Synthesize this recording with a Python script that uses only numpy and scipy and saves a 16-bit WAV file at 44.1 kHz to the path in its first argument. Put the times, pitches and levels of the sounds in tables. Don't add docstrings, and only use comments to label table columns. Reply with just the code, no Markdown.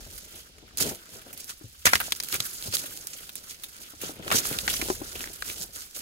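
import sys
import numpy as np
from scipy import signal
from scipy.fft import rfft, irfft
from scipy.io import wavfile
from scipy.ndimage import uniform_filter1d

SR = 44100
rng = np.random.default_rng(int(sys.argv[2]) if len(sys.argv) > 2 else 0)


def digitize_waveform(pressure):
    field = np.atleast_2d(pressure).T
    bounded = np.clip(field, -1, 1)
    quanta = np.round(bounded * 32767).astype(np.int16)
    wavfile.write(sys.argv[1], SR, quanta)


N = 265041


def undb(db):
    return 10 ** (np.asarray(db) / 20)


def unit(x):
    return x / np.sqrt(np.mean(x ** 2))


def curve(table):
    time_s, *columns = np.transpose(table)
    return [np.interp(np.arange(N) / SR, time_s, column) for column in columns]


def colour(x, points):
    hz, db = np.transpose(points)
    bin_hz = np.arange(x.shape[-1] // 2 + 1) * SR / x.shape[-1] + 1
    gain_db = np.interp(np.log(bin_hz), np.log(np.maximum(hz, 1)), db)
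    return irfft(rfft(x) * undb(gain_db), x.shape[-1])


def walk(rate_hz):
    hold = int(SR / rate_hz)
    steps = np.repeat(rng.standard_normal(N // hold + 1), hold)
    return uniform_filter1d(steps, hold // 2)[:N]


def grains(shape, per_s, spread_db):
    when, sign = rng.random(shape), rng.standard_normal(shape)
    size = rng.exponential(size=shape)
    return (when < per_s / SR) * np.sign(sign) * undb(spread_db * np.minimum(size, 4))


def ring(x, hz, width_hz):
    b, a = signal.iirpeak(hz, hz / min(width_hz, SR / 2.5), SR)
    return signal.lfilter(b, a, x)


def highpass(x, order, hz):
    return signal.sosfilt(signal.butter(order, hz, "high", fs=SR, output="sos"), x)


def ports_of(mid, side):
    return mid + side * np.array([[1], [-1]])


def add(out, x, start_s):
    i = int(start_s * SR)
    out[:, i:i + x.shape[1]] += x[:, :N - i]


# (freq_hz, level_db per Hz, relative)
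TOWN_SPECTRUM = [(20, -6), (60, -18), (200, -14), (500, -21.5), (1050, -28), (1500, -23), (5000, -15.5),
                 (16000, -37)]
TOWN_RMS_DB = -58.5


def town():
    mid, side = rng.standard_normal((2, N + 1))
    side = 0.24 * side + highpass(side, 1, 700)
    noise = colour(ports_of(mid, side), TOWN_SPECTRUM)[:, :N]
    return unit(noise) * undb(TOWN_RMS_DB + 0.92 * walk(0.67))


# (time_s, level_db)
RUMBLE_LEVEL = [(0.0, -49.5), (0.38, -62), (0.89, -54.5), (0.97, -70.5), (1.97, -56.5), (3.78, -67.5),
                (4.85, -45), (6.01, -66.5)]


def rumble():
    band = signal.butter(2, [35, 80], "band", fs=SR, output="sos")
    deep = signal.sosfilt(band, rng.standard_normal(N))
    return unit(deep) * undb(curve(RUMBLE_LEVEL)[0])


# (peak_s, small_leaves_db, broad_leaves_db, litter_db, rise_s per 20 dB (3 ms at least), decay_t60_s)
STIRS = [(0.134, -42, -54, -58, 0.13, 0.95), (0.359, -44, -49, -56.5, 0.1, 0.45),
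         (0.781, -28, -39, -45, -0.03, 0.39), (0.803, -23.5, -31, -32.5, 0.0028, 0.41),
         (0.863, -37.5, -37.5, -32.5, 0.09, 0.29), (1.155, -43, -48.5, -48.5, 0.12, 0.2),
         (1.3, -68, -54, -51.5, 0.24, 1), (1.405, -40.5, -52, -58, 0.05, 0.2),
         (1.501, -35, -42, -56.5, 0.04, 0.14), (1.856, -15.5, -16.5, -39, -0.0022, 0.14),
         (1.946, -26.5, -32.5, -49, 0.08, 0.2), (2.057, -35, -44, -48.5, 0.22, 0.43),
         (2.235, -40, -52, -56, -0.08, 0.69), (2.346, -24.5, -31, -41.5, 0.05, 0.11),
         (2.454, -35.5, -47, -56, 0.14, 0.6), (2.676, -33.5, -45, -44.5, 0.1, 0.11),
         (2.743, -23, -32.5, -46, 0.0225, 0.13), (2.79, -34.5, -43, -48.5, 0.11, 0.72),
         (2.968, -37.5, -64, -75, -0.5, 0.22), (3.078, -41, -54.5, -73, -1.2, 0.53),
         (3.359, -35.5, -59, -53, -0.05, 0.14), (3.51, -40, -47.5, -67, 0.1, 0.2),
         (3.642, -46.5, -64, -66, 0.06, 0.59), (3.85, -45, -50.5, -58.5, 0.4, 0.72),
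         (4.036, -34.5, -41.5, -42.5, .05, 0.45), (4.316, -35, -24, -35.5, 0.0068, 0.24),
         (4.36, -25, -31.5, -30.5, 0.0878, 0.21), (4.54, -33, -36.5, -43, .3, 0.15),
         (4.689, -30, -37.5, -44.5, -0.08, 1), (4.864, -32.5, -48.5, -45, 0.13, 0.32),
         (5.218, -39.5, -42, -46.5, 0.23, 0.73), (5.497, -33.5, -38, -46.5, 0.12, 0.33),
         (5.632, -34, -47, -49.5, 0.17, 0.23), (5.761, -35, -45.5, -54, 0.04, 0.5),
         (5.967, -35, -43, -44.5, 0.02, 0.31)]
# (time_s, small_leaves_db, broad_leaves_db, litter_db)
SETTLING = [(0, -46.5, -54.5, -56.5), (.45, -65, -63.5, -68), (.65, -67, -61, -57.5),
            (1.1, -52.5, -56.5, -86), (1.7, -54.5, -60.5, -79), (2.2, -46.5, -54, -56.5),
            (2.6, -41, -49, -56.5), (3.3, -49.5, -56, -59), (4.0, -57.5, -66.5, -68),
            (4.23, -68, -49, -45.5), (4.45, -33, -42.5, -45), (5.0, -42.5, -50, -52), (5.4, -48, -62, -62),
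            (6.0, -56, -60.5, -66)]


def movement():
    t = np.arange(N) / SR
    power = undb(curve(SETTLING)) ** 2
    for peak_s, small_db, broad_db, litter_db, rise_s, t60_s in STIRS:
        rise_db = 20 * (t - peak_s) / max(rise_s, 0.003)
        decay_db = -60 * (t - peak_s) / t60_s
        shape_db = np.where(t < peak_s, rise_db, decay_db)
        power = power + undb([[small_db], [broad_db], [litter_db]] + shape_db) ** 2
    return np.sqrt(power)


def jolts(per_s, fade_s, depth):
    fade = np.exp(-np.arange(2048) / SR / fade_s)
    slips = np.convolve(abs(grains(N, per_s, spread_db=4.5)), fade)[:N]
    return 1 + depth * slips


LEFT_LAGS = (10, 13, 15, 20)


def patches(table, stir):
    out, fade = 0, np.exp(-np.arange(512) / SR / 0.0048)
    for shiver_hz, width_hz, level_db in table:
        clicks = grains(N, per_s=900, spread_db=-1.0) * stir * undb(2.24 * walk(25))
        noise = rng.standard_normal(N) + rng.standard_normal((2, N))
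        shiver = np.convolve(abs(clicks), fade)[:N] * noise
        rung = ring(4 * clicks + shiver, shiver_hz, width_hz)
        left, right = ring(rung, shiver_hz, 2 * width_hz)
        left = np.roll(left, rng.choice(LEFT_LAGS))
        out = out + undb(level_db) * unit(np.array([left, right]))
    return unit(out)


# (shiver_hz, width_hz, level_db relative)
SMALL_LEAVES = [(4620, 1170, -5), (6300, 4000, 2.5), (9500, 11000, 0), (11370, 6100, 2.5),
                (16400, 8100, -8.5)]
# (shiver_hz, width_hz, level_db relative)
BROAD_LEAVES = [(1441, 470, -0.5), (2170, 860, -4), (3200, 1000, 0.5)]


def leaves(small_gain, broad_gain):
    stir = jolts(per_s=60, fade_s=0.0031, depth=0.61)
    ticks = grains((2, N), per_s=60, spread_db=3.5)
    left = sum(np.roll(x, lag) for x, lag in zip(ticks, LEFT_LAGS))
    right = ticks.sum(0)
    ticks = ring(np.array([left, right]), 6000, 8000)
    small = patches(SMALL_LEAVES, stir) + 0.31 * unit(ticks)
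    broad = patches(BROAD_LEAVES, stir)
    return small_gain * small + broad_gain * broad


# (freq_hz, level_db per Hz, relative)
LITTER_SPECTRUM = [(30, -28), (80, -4), (150, -3.5), (350, -4.5), (600, -8), (1000, -18), (1600, -75)]


def litter(gain):
    mid, side = grains((2, N + 1), per_s=2500, spread_db=3.0)
    body = colour(ports_of(mid, 0.37 * side), LITTER_SPECTRUM)[:, :N]
    return unit(body * jolts(per_s=25, fade_s=0.0094, depth=0.6)) * gain


# (start_s, ring_peak_db, ring_hz, treble_db relative to the ring, fibre_decay_t60_s)
SNAPS = [(0.7724, -17, 4960, 8, 0.034), (1.3287, -30, 2380, 12, 0.083), (1.375, -25.5, 4940, 6.5, 0.029),
         (1.442, -25.5, 5860, 7, 0.017), (1.502, -22.5, 4200, 5, 0.027), (1.8546, 1, 2150, 4, 0.017),
         (1.8662, 1, 1860, -16, 0.068), (1.933, 4, 1550, -33, 0.032), (1.954, 0.5, 1900, -38, 0.042),
         (2.001, -8.5, 1520, 1, 0.074), (2.106, -24, 9100, 0, 0.008), (2.1209, -1, 3520, -20, 0.024),
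         (2.15, -22.5, 5500, -8, 0.021), (2.2001, -9.5, 5050, -19, 0.031), (2.226, -18, 6000, -7, 0.008),
         (2.2345, -18, 4840, 8.5, 0.07), (2.2856, -16, 4540, 3, 0.017), (2.3253, -9.5, 4100, -12, 0.016),
         (2.3409, -8.5, 2320, 5.5, 0.017), (2.3521, -9.5, 2300, -11, 0.02), (2.402, -5.5, 4020, -22, 0.027),
         (2.624, -16, 4150, -3, 0.011), (2.725, -17, 4550, -20, 0.027), (2.768, -9.5, 4040, -15, 0.015),
         (3.0694, -19.5, 6900, 8, 0.03), (3.292, -22, 3500, 0.5, 0.042), (3.3544, -22, 3650, 11.5, 0.016),
         (3.635, -20, 3680, 4, 0.062), (4.0132, -24, 2970, 7, 0.13), (4.3131, -6.5, 1310, -13, 0.077),
         (4.3228, -0.5, 6750, -16, 0.012), (4.356, -13, 5750, -13, 0.031), (4.4524, -11, 1270, -6, 0.01),
         (4.586, -6, 3460, -27, 0.025), (4.6775, -1.5, 1670, -23, 0.035), (4.739, -15.5, 1270, -4, 0.028),
         (4.8138, -9, 2340, -13, 0.044), (5.1534, -19, 2800, -2, 0.066), (5.206, -15, 2420, -8, 0.014),
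         (5.24, -17, 1790, -11, 0.012), (5.273, -18.5, 1790, -11, 0.0091), (5.422, -11, 1400, -18, 0.026),
         (5.4985, -17, 2500, -4, 0.014), (5.9625, -18.5, 4990, 1, 0.013)]
CRACK_SAMPLE = 60


def snaps():
    out, t = np.zeros((2, N)), np.arange(4096) / SR
    for start_s, peak_db, ring_hz, treble_db, t60_s in SNAPS:
        shared = grains(4096, per_s=5200, spread_db=2.5)
        fibres = shared + 0.5 * grains((2, 4096), per_s=7000, spread_db=6.5)
        fibres *= (1 - np.exp(-t / 0.00052)) * undb(-60 * t / t60_s)
        fibres[:, CRACK_SAMPLE] += 6.0
        twig = ring(fibres, ring_hz, 0.22 * ring_hz)
        twig = twig + 0.39 * ring(fibres, 1.03 * ring_hz, 2.5 * ring_hz)
        hiss = highpass(fibres, 2, 6500)
        x = twig / abs(twig).max() + undb(treble_db) * hiss / abs(hiss).max()
        x[0] = np.roll(x[0], rng.choice(LEFT_LAGS[1:]))
        add(out, x * undb(peak_db), start_s)
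    return out


# (start_s, peak_db, ring_hz)
THUDS = [(1.611, -40.5, 300), (1.642, -34.5, 110), (1.853, -20.5, 560), (1.87, -28, 107), (1.93, -25, 520),
         (1.951, -32, 87), (2.082, -31.5, 690), (2.334, -31.5, 410), (2.402, -35.5, 128), (2.656, -38, 221),
         (2.675, -33, 500), (2.684, -31, 104), (2.736, -29.5, 590), (2.84, -32, 554), (3.935, -39, 337),
         (4.036, -25.5, 426), (4.094, -29.5, 300), (4.194, -32.5, 260), (4.316, -14.5, 680),
         (4.279, -17.5, 1220), (4.304, -14.5, 1390), (4.345, -21, 297), (4.674, -39, 330),
         (4.825, -20.5, 340), (4.886, -21, 486), (4.901, -13, 384), (5.016, -24.5, 308),
         (5.156, -32.5, 367)]
GRIT_T60_CYCLES = 18.8


def thuds():
    out, t = np.zeros((2, N)), np.arange(8192) / SR
    for start_s, peak_db, ring_hz in THUDS:
        cycles = t * ring_hz
        noise = rng.standard_normal(8192) + 0.06 * rng.standard_normal((2, 8192))
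        grit = ring(noise, ring_hz, 1.8 * ring_hz) * undb(-60 * cycles / GRIT_T60_CYCLES)
        push = cycles * np.exp(-cycles / 0.12) + 0.095 * grit
        x = ring(push, ring_hz, 0.22 * ring_hz) + 0.5 * ring(push, 2.1 * ring_hz, 2.6 * ring_hz)
        x[0] = np.roll(x[0], rng.choice(LEFT_LAGS))
        add(out, x / abs(x).max() * undb(peak_db), start_s)
    return out


# (start_s, peak_db, length_s)
SQUEAKS = [(4.348, -20.5, 0.032), (4.732, -22.5, 0.038)]
STEM_HZ, STEM_WIDTH_HZ = 5960, 120


def squeaks():
    out, t = np.zeros((2, N)), np.arange(4096) / SR
    for start_s, peak_db, length_s in SQUEAKS:
        rub = rng.standard_normal((2, 4096)) * t * np.exp(-4 * t / length_s)
        x = ring(rub, STEM_HZ, STEM_WIDTH_HZ)
        add(out, x / abs(x).max() * undb(peak_db), start_s)
    return out


def scene():
    small_gain, broad_gain, litter_gain = movement()
    background = town() + rumble()
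    ground = leaves(small_gain, broad_gain) + litter(litter_gain)
    return background + ground + snaps() + thuds() + squeaks()


# (freq_hz, left_minus_right_db)
PORT_COLOUR = [(60, 3.5), (400, 5.5), (2000, 2), (8000, -4.5), (14000, -5)]
TOP_HZ = 15750


def record(dry):
    rounded = np.pad(np.tanh(dry), ((0, 0), (0, 1)))
    ports = []
    for x, sign in zip(rounded, (1, -1)):
        ports.append(colour(x, [(hz, sign * db / 2) for hz, db in PORT_COLOUR]))
    lowpass = signal.ellip(10, 0.2, 70, TOP_HZ, fs=SR, output="sos")
    return signal.sosfilt(lowpass, np.array(ports)[:, :N])


dry = scene()
out = record(dry)
digitize_waveform(out)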